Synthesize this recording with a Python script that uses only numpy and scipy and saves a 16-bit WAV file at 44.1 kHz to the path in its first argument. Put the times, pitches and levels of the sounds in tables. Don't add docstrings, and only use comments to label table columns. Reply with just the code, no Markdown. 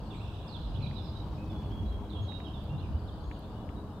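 import sys
import numpy as np
from scipy import signal
from scipy.fft import rfft, irfft, next_fast_len
from scipy.io import wavfile
from scipy.ndimage import uniform_filter1d, map_coordinates

SR = 44100
rng = np.random.default_rng(int(sys.argv[2]) if len(sys.argv) > 2 else 0)


def waveform_to_disk(signal):
    frames = np.transpose(np.atleast_2d(signal))
    scaled = np.clip(frames, -1, 1) * 32767
    samples = np.round(scaled).astype(np.int16)
    wavfile.write(sys.argv[1], SR, samples)


N = 176400

RUMBLE_LEVEL = [(0, -42), (.7, -40.5), (1.15, -40), (1.65, -38), (2.1, -43.5), (2.55, -40), (3.1, -42),
                (4, -43.5)]
DRONE_LEVEL = [(0, -49.5), (.7, -49.5), (1.3, -45), (1.78, -40.5), (2.0, -44.5), (3.4, -49), (3.8, -43.5),
               (4, -47)]
CHORUS_LEVEL = [(0, -59.5), (.8, -60), (1.1, -61.5), (1.35, -64), (2.0, -68.5), (2.4, -62), (2.9, -65),
                (3.1, -66.5), (3.5, -64.5), (4, -69.5)]
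RUSTLE_LEVEL = [(0, -93), (1.2, -72), (1.7, -70), (2.35, -74), (2.6, -80), (4, -89)]
# (frequency [Hz], relative density [dB])
RUMBLE_SPECTRUM = [(15, -21), (30, -17), (48, -1.5), (100, -1.5), (130, -7.5), (170, -8.5), (260, -22),
                   (500, -70)]
DRONE_SPECTRUM = [(110, -28), (165, -3.5), (210, 9.5), (262, -1), (305, 6.5), (328, 2.5), (362, -13.5),
                  (412, 2.5), (455, -25.5), (515, -3), (600, -53.5)]
HUM_SPECTRUM = [(275, -20), (300, -2), (332, -1.5), (360, -42), (500, -76)]
RUSH_SPECTRUM = [(80, -1.5), (300, 0), (550, -1), (950, -1.5), (1250, -9), (1600, -15), (2000, -25.5),
                 (3000, -33), (6000, -37), (15000, -66)]
HISS_SPECTRUM = [(1000, -27), (4000, -30), (6300, 11), (8000, 12.5), (11000, 10), (15500, 8)]
CHORUS_SPECTRUM = [(1700, -36), (2300, -8.5), (2800, 2.5), (3800, 0.5), (4400, -4.5), (5200, -7.5),
                   (6000, -14.5), (8000, -26.5), (10000, -35)]
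RUSTLE_SPECTRUM = [(1000, -9), (2200, 11.5), (6500, -3), (9000, -20), (13500, -9)]
# (frequency [Hz], left-right likeness [clipped to -1..1])
RUSH_LIKENESS = [(200, 1.5), (500, 1.06), (1000, 0.85), (2000, 0.15), (8000, -1.5)]
RUSH_PAN = [(200, 0), (500, 0.5), (1000, 6), (2000, 6.5), (5000, -3)]
# (time [s], Gaussian half length [s], centre [Hz], level [dB])
BUFFETS = [(0.693, 0.051, 56, -37.5), (0.815, 0.089, 110, -37), (1.9, 0.11, 65.4, -33),
           (2.216, 0.031, 75, -31), (2.76, 0.034, 127, -35), (2.964, 0.12, 75, -35),
           (3.25, 0.05, 50.5, -38)]
# (frequency [Hz], time to fall 60 dB [s])
TREE_DECAY = [(3500, .95), (8000, .6)]
# (time [s], peak before panning [dB], resonance [Hz])
SNAPS = [(.913, -42, 2170), (1.173, -47, 3540), (2.322, -43, 2220), (2.403, -39, 2000), (2.64, -52, 12000),
         (3.314, -37, 2000), (3.392, -46.5, 12000), (3.691, -41, 2380)]
# (time [s], period [s], sweep length [s], start [Hz], end [Hz],
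# level at the bird [dB], echo gain [dB], pan [dB])
RUNS = [(.03, .085, .035, 8500, 7400, -85, 8, -3), (.243, .045, .018, 3200, 3850, -58, -3, -10),
        (1.18, .128, .05, 6600, 3800, -76, -6, 9), (2.98, .07, .03, 5000, 3900, -73, 6, -6)]
# (time [s], length [s], start [Hz], middle [Hz],
# end [Hz], level at the bird [dB], roughness [0-1])
PEEPS = [(.145, 0.04, 8350, 7650, 7300, -70.5, .3), (2.217, 0.05, 6500, 6630, 5920, -69, 0.2),
         (3.222, .125, 6270, 6740, 6580, -76.5, 0.09)]
SLURS = [(0.103, 0.022, 3730, 3510, 3360, -51, 0.1), (0.115, 0.051, 2900, 2480, 2310, -57.5, 0.67),
         (0.19, 0.035, 2400, 2500, 2820, -59, 1), (0.476, 0.045, 5200, 4340, 3800, -53.5, 0.3),
         (.519, 0.057, 4450, 3596, 3225, -47, 0.34), (0.742, 0.041, 3890, 3590, 3180, -53, 0.7),
         (0.782, 0.093, 3020, 2457, 2310, -56, 0.83), (0.821, 0.04, 4490, 3850, 3980, -47, 0.23),
         (0.862, 0.0197, 4000, 3520, 2960, -51.5, 0.2), (0.95, 0.066, 3960, 3740, 3350, -49, 0.22),
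         (1.04, 0.07, 4400, 4730, 4820, -64, 0.34), (1.857, 0.044, 4250, 3880, 4120, -60.5, 0.1),
         (2.091, 0.065, 4100, 3530, 3450, -52.5, 0.85), (2.143, 0.04, 3425, 3020, 2800, -60, 0.16),
         (2.442, 0.056, 3350, 3150, 2830, -51.5, 0.44), (2.768, 0.043, 3900, 3980, 4350, -60.5, .2),
         (2.797, 0.024, 4400, 3510, 3100, -61, 0.1), (2.825, .055, 2760, 2500, 2430, -62.5, 0.48),
         (3.072, 0.033, 4280, 3650, 3220, -56.5, 0.32), (3.328, 0.048, 4450, 3150, 2880, -63, 0.2)]
# (time [s], length [s],
# onset [Hz], held [Hz], level at the bird [dB])
WHISTLES = [(0.162, 0.043, 3910, 4070, -60), (0.96, 0.052, 3980, 4100, -55),
            (1.06, 0.041, 4210, 4000, -53.5), (1.148, 0.067, 3630, 3890, -52),
            (1.015, 0.082, 4620, 5150, -61.5), (1.37, 0.083, 2204, 2570, -59),
            (1.493, 0.077, 3770, 3390, -54), (1.702, 0.115, 2844, 3290, -53.5),
            (1.905, 0.069, 3236, 3265, -57), (2.145, 0.075, 3484, 3290, -51),
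            (2.279, 0.11, 3810, 3800, -44), (2.531, 0.053, 4040, 3460, -53), (2.69, 0.059, 2780, 2800, -55),
            (3.76, 0.056, 3810, 3870, -60.5)]

SONG_PAN_DB, SONG_ECHO_DB = -18, -6.5


def amp(db):
    return 10 ** (np.asarray(db) / 20)


def unit(x):
    return x / np.sqrt(np.mean(x ** 2) + 1e-20)


def along(points, hz):
    f, v = np.transpose(points)
    return np.interp(np.log(hz + 1), np.log(f + 1), v)


def curve(rows):
    return np.interp(np.arange(N) / SR, *np.transpose(rows))


def filtered(x, response):
    m = next_fast_len(N + SR // 4)
    return irfft(rfft(x, m) * response(np.fft.rfftfreq(m, 1 / SR)), m)[..., :N]


def band(hz, centre, width):
    return 1 / (1 + (np.log((hz + 1) / centre) / width) ** 4)


def sides(pan_db):
    gains = amp(np.array([np.atleast_1d(pan_db), -np.atleast_1d(pan_db)]) / 2)
    return gains / np.sqrt(np.mean(gains ** 2, axis=0))


def add(out, s, x):
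    i = max(0, round(s * SR))
    out[:, i:i + x.shape[-1]] += x[:, :max(0, N - i)]


def noise(spectrum, likeness, patchy_db):
    cells = signal.stft(rng.standard_normal((2, N)), nperseg=512)[2]
    patches = uniform_filter1d(rng.standard_normal(cells.shape[1:]), size=4, axis=0)
    patches = uniform_filter1d(patches, size=10, axis=1)
    pair = signal.istft(cells * amp(patchy_db * unit(patches)), nperseg=512)[1][:, :N]

    def mid_side_gains(hz):
        angle = np.arccos(np.clip(along(likeness, hz), -1, 1)) / 2
        return amp(along(spectrum, hz)) * [np.cos(angle), np.sin(angle)]
    mid, side = filtered(pair, mid_side_gains)
    return unit(np.array([mid + side, mid - side]))


def rumble(trim_db=1):
    return amp(curve(RUMBLE_LEVEL) + trim_db) * noise(RUMBLE_SPECTRUM, [(70, .95)], patchy_db=.5)


def drone(trim_db=-1.5):
    likeness = [(150, 1), (280, .97)]
    return amp(curve(DRONE_LEVEL) + trim_db) * noise(DRONE_SPECTRUM, likeness, patchy_db=1.75)


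def hum(peak_s=1.53, half_s=.27, db=-49.5):
    swell = np.exp(-((np.arange(N) / SR - peak_s) / half_s) ** 2 / 2)
    narrow = filtered(rng.standard_normal(N), lambda hz: amp(along(HUM_SPECTRUM, hz)))
    return amp(db) * swell * unit(narrow)


def wind(rush_db=-49, hiss_db=-76.5):
    rush = noise(RUSH_SPECTRUM, RUSH_LIKENESS, patchy_db=.97)
    rush = filtered(rush, lambda hz: sides(along(RUSH_PAN, hz)))
    hiss = noise(HISS_SPECTRUM, [(8000, .42)], patchy_db=.6)
    return amp(rush_db) * rush + amp(hiss_db) * hiss


def buffets(side_db=-14):
    out, t = np.zeros((2, N)), np.arange(N) / SR
    for s, half, centre, db in BUFFETS:
        swell = np.exp(-((t - s) / half) ** 2 / 2)
        gust = swell * filtered(rng.standard_normal((2, N)), lambda hz: band(hz, centre, width=.34))
        mid, side = gust * np.sqrt(np.sum(swell ** 2) / np.sum(gust ** 2, axis=1, keepdims=True))
        out += amp(db) * (mid + amp(side_db) * np.array([side, -side]))
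    return out


def trees(x):
    hz, t, cells = signal.stft(rng.standard_normal((2, SR * 3 // 4)), SR, nperseg=256)
    decay = amp(-60 * t / along(TREE_DECAY, hz)[:, None])
    tail = signal.istft(cells * decay, SR, nperseg=256)[1]
    return signal.fftconvolve(x, tail / np.linalg.norm(tail[0]), axes=1)


def note(hz, rough, waver=1, rough_hz=420, waver_hz=75, attack_s=.014, release_s=.012):
    t = np.arange(len(hz)) / SR
    shake, flutter, drift, swell = [map_coordinates(rng.standard_normal(128), [t * rate], mode="wrap")
                                    for rate in (rough_hz, rough_hz, waver_hz, waver_hz)]
    attack = np.sin(np.pi / 2 * np.clip(t / attack_s, 0, 1))
    release = np.sin(np.pi / 2 * np.clip((t[-1] - t) / release_s, 0, 1))
    pitch = hz * (1 + .0594 * rough * shake + .009 * waver * drift)
    level_db = 6.5 * rough * flutter + 2 * waver * swell
    return unit(attack * release * amp(level_db) * np.sin(2 * np.pi * np.cumsum(pitch) / SR))


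def add_bird(out, s, tone, pan_db, echo_db, direct_db=-4):
    add(out, s, amp(direct_db) * tone * sides(pan_db))
    add(out, s, amp(echo_db) * trees(tone * sides(.58 * pan_db)))


def chorus(count=70, direct_db=-9, twitter_db=-1, pan_db=-7):
    chirps = np.zeros((2, N))
    for k, (when, pitch, glide) in enumerate(rng.random((count, 3))):
        hz = (2500 + 2900 * pitch) * np.linspace(1, .78 + .3 * glide, int(.05 * SR))
        add(chirps, (k + when) / count * N / SR, note(hz, rough=.2) * sides(0))
    echoing = trees(chirps)[:, :N] + amp(direct_db) * chirps
    twitter = unit(filtered(echoing, lambda hz: amp(along(CHORUS_SPECTRUM, hz))))
    blur = noise(CHORUS_SPECTRUM, [(3000, .3)], patchy_db=2.5)
    return amp(curve(CHORUS_LEVEL)) * sides(pan_db) * unit(blur + amp(twitter_db) * twitter)


def sweeps(repeats=6):
    out = np.zeros((2, N))
    for s, period, length, start, end, db, echo_db, pan_db in RUNS:
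        hz = np.linspace(start, end, int(length * SR))
        for k in range(repeats):
            add_bird(out, s + k * period, amp(db) * note(hz, rough=.029), pan_db, echo_db)
    return out


def rustle(count=3000, range_db=22, spread_db=8):
    when, softness, place = rng.random((3, count))
    gains = sides(spread_db * (2 * place - 1)) * amp(-range_db * softness)
    ticks = np.array([np.bincount((when * N).astype(int), channel, N) for channel in gains])
    stems = filtered(ticks, lambda hz: amp(along(RUSTLE_SPECTRUM, hz)))
    return amp(curve(RUSTLE_LEVEL)) * unit(stems)


def twigs(splinter_db=-18.5, t60_s=.025):
    out, t = np.zeros((2, N)), np.arange(SR // 20) / SR
    hz = np.fft.rfftfreq(len(t), 1 / SR)
    for s, db, pitch in SNAPS:
        force = (t == 0) + amp(splinter_db - 60 * t / t60_s) * rng.standard_normal((2, len(t)))
        crack = np.fft.fftshift(irfft(rfft(force) * band(hz, pitch, width=.36)), axes=1)
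        add(out, s - t[-1] / 2, amp(db) * crack / np.abs(crack).max() * sides(pan_db=1.5))
    return out


def bent_notes(notes, pan_db):
    out = np.zeros((2, N))
    for s, length, start, middle, end, db, rough in notes:
        parabola = np.polyfit([0, .5, 1], [start, middle, end], 2)
        hz = np.polyval(parabola, np.linspace(0, 1, int(length * SR)))
        add_bird(out, s, amp(db) * note(hz, rough), pan_db, SONG_ECHO_DB)
    return out


def small_bird():
    return bent_notes(PEEPS, pan_db=0)


def songbird(settle_s=.00987, loud_db=-49):
    whistles = np.zeros((2, N))
    for s, length, onset, held, db in WHISTLES:
        t = np.arange(int(length * SR)) / SR
        hz = held + (onset - held) * np.exp(-t / settle_s)
        echo_db, waver = (-14, .3) if db > loud_db else (SONG_ECHO_DB, 1)
        add_bird(whistles, s, amp(db) * note(hz, rough=.08, waver=waver), SONG_PAN_DB, echo_db)
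    return whistles + bent_notes(SLURS, SONG_PAN_DB)


def scene():
    air = rumble() + drone() + wind() + buffets()
    birds = songbird() + small_bird() + sweeps() + chorus()
    nest = twigs() + rustle()
    return air + hum() + birds + nest


def record(dry, top_hz=15700):
    return filtered(dry, lambda hz: hz < top_hz)


dry = scene()
out = record(dry)
waveform_to_disk(out)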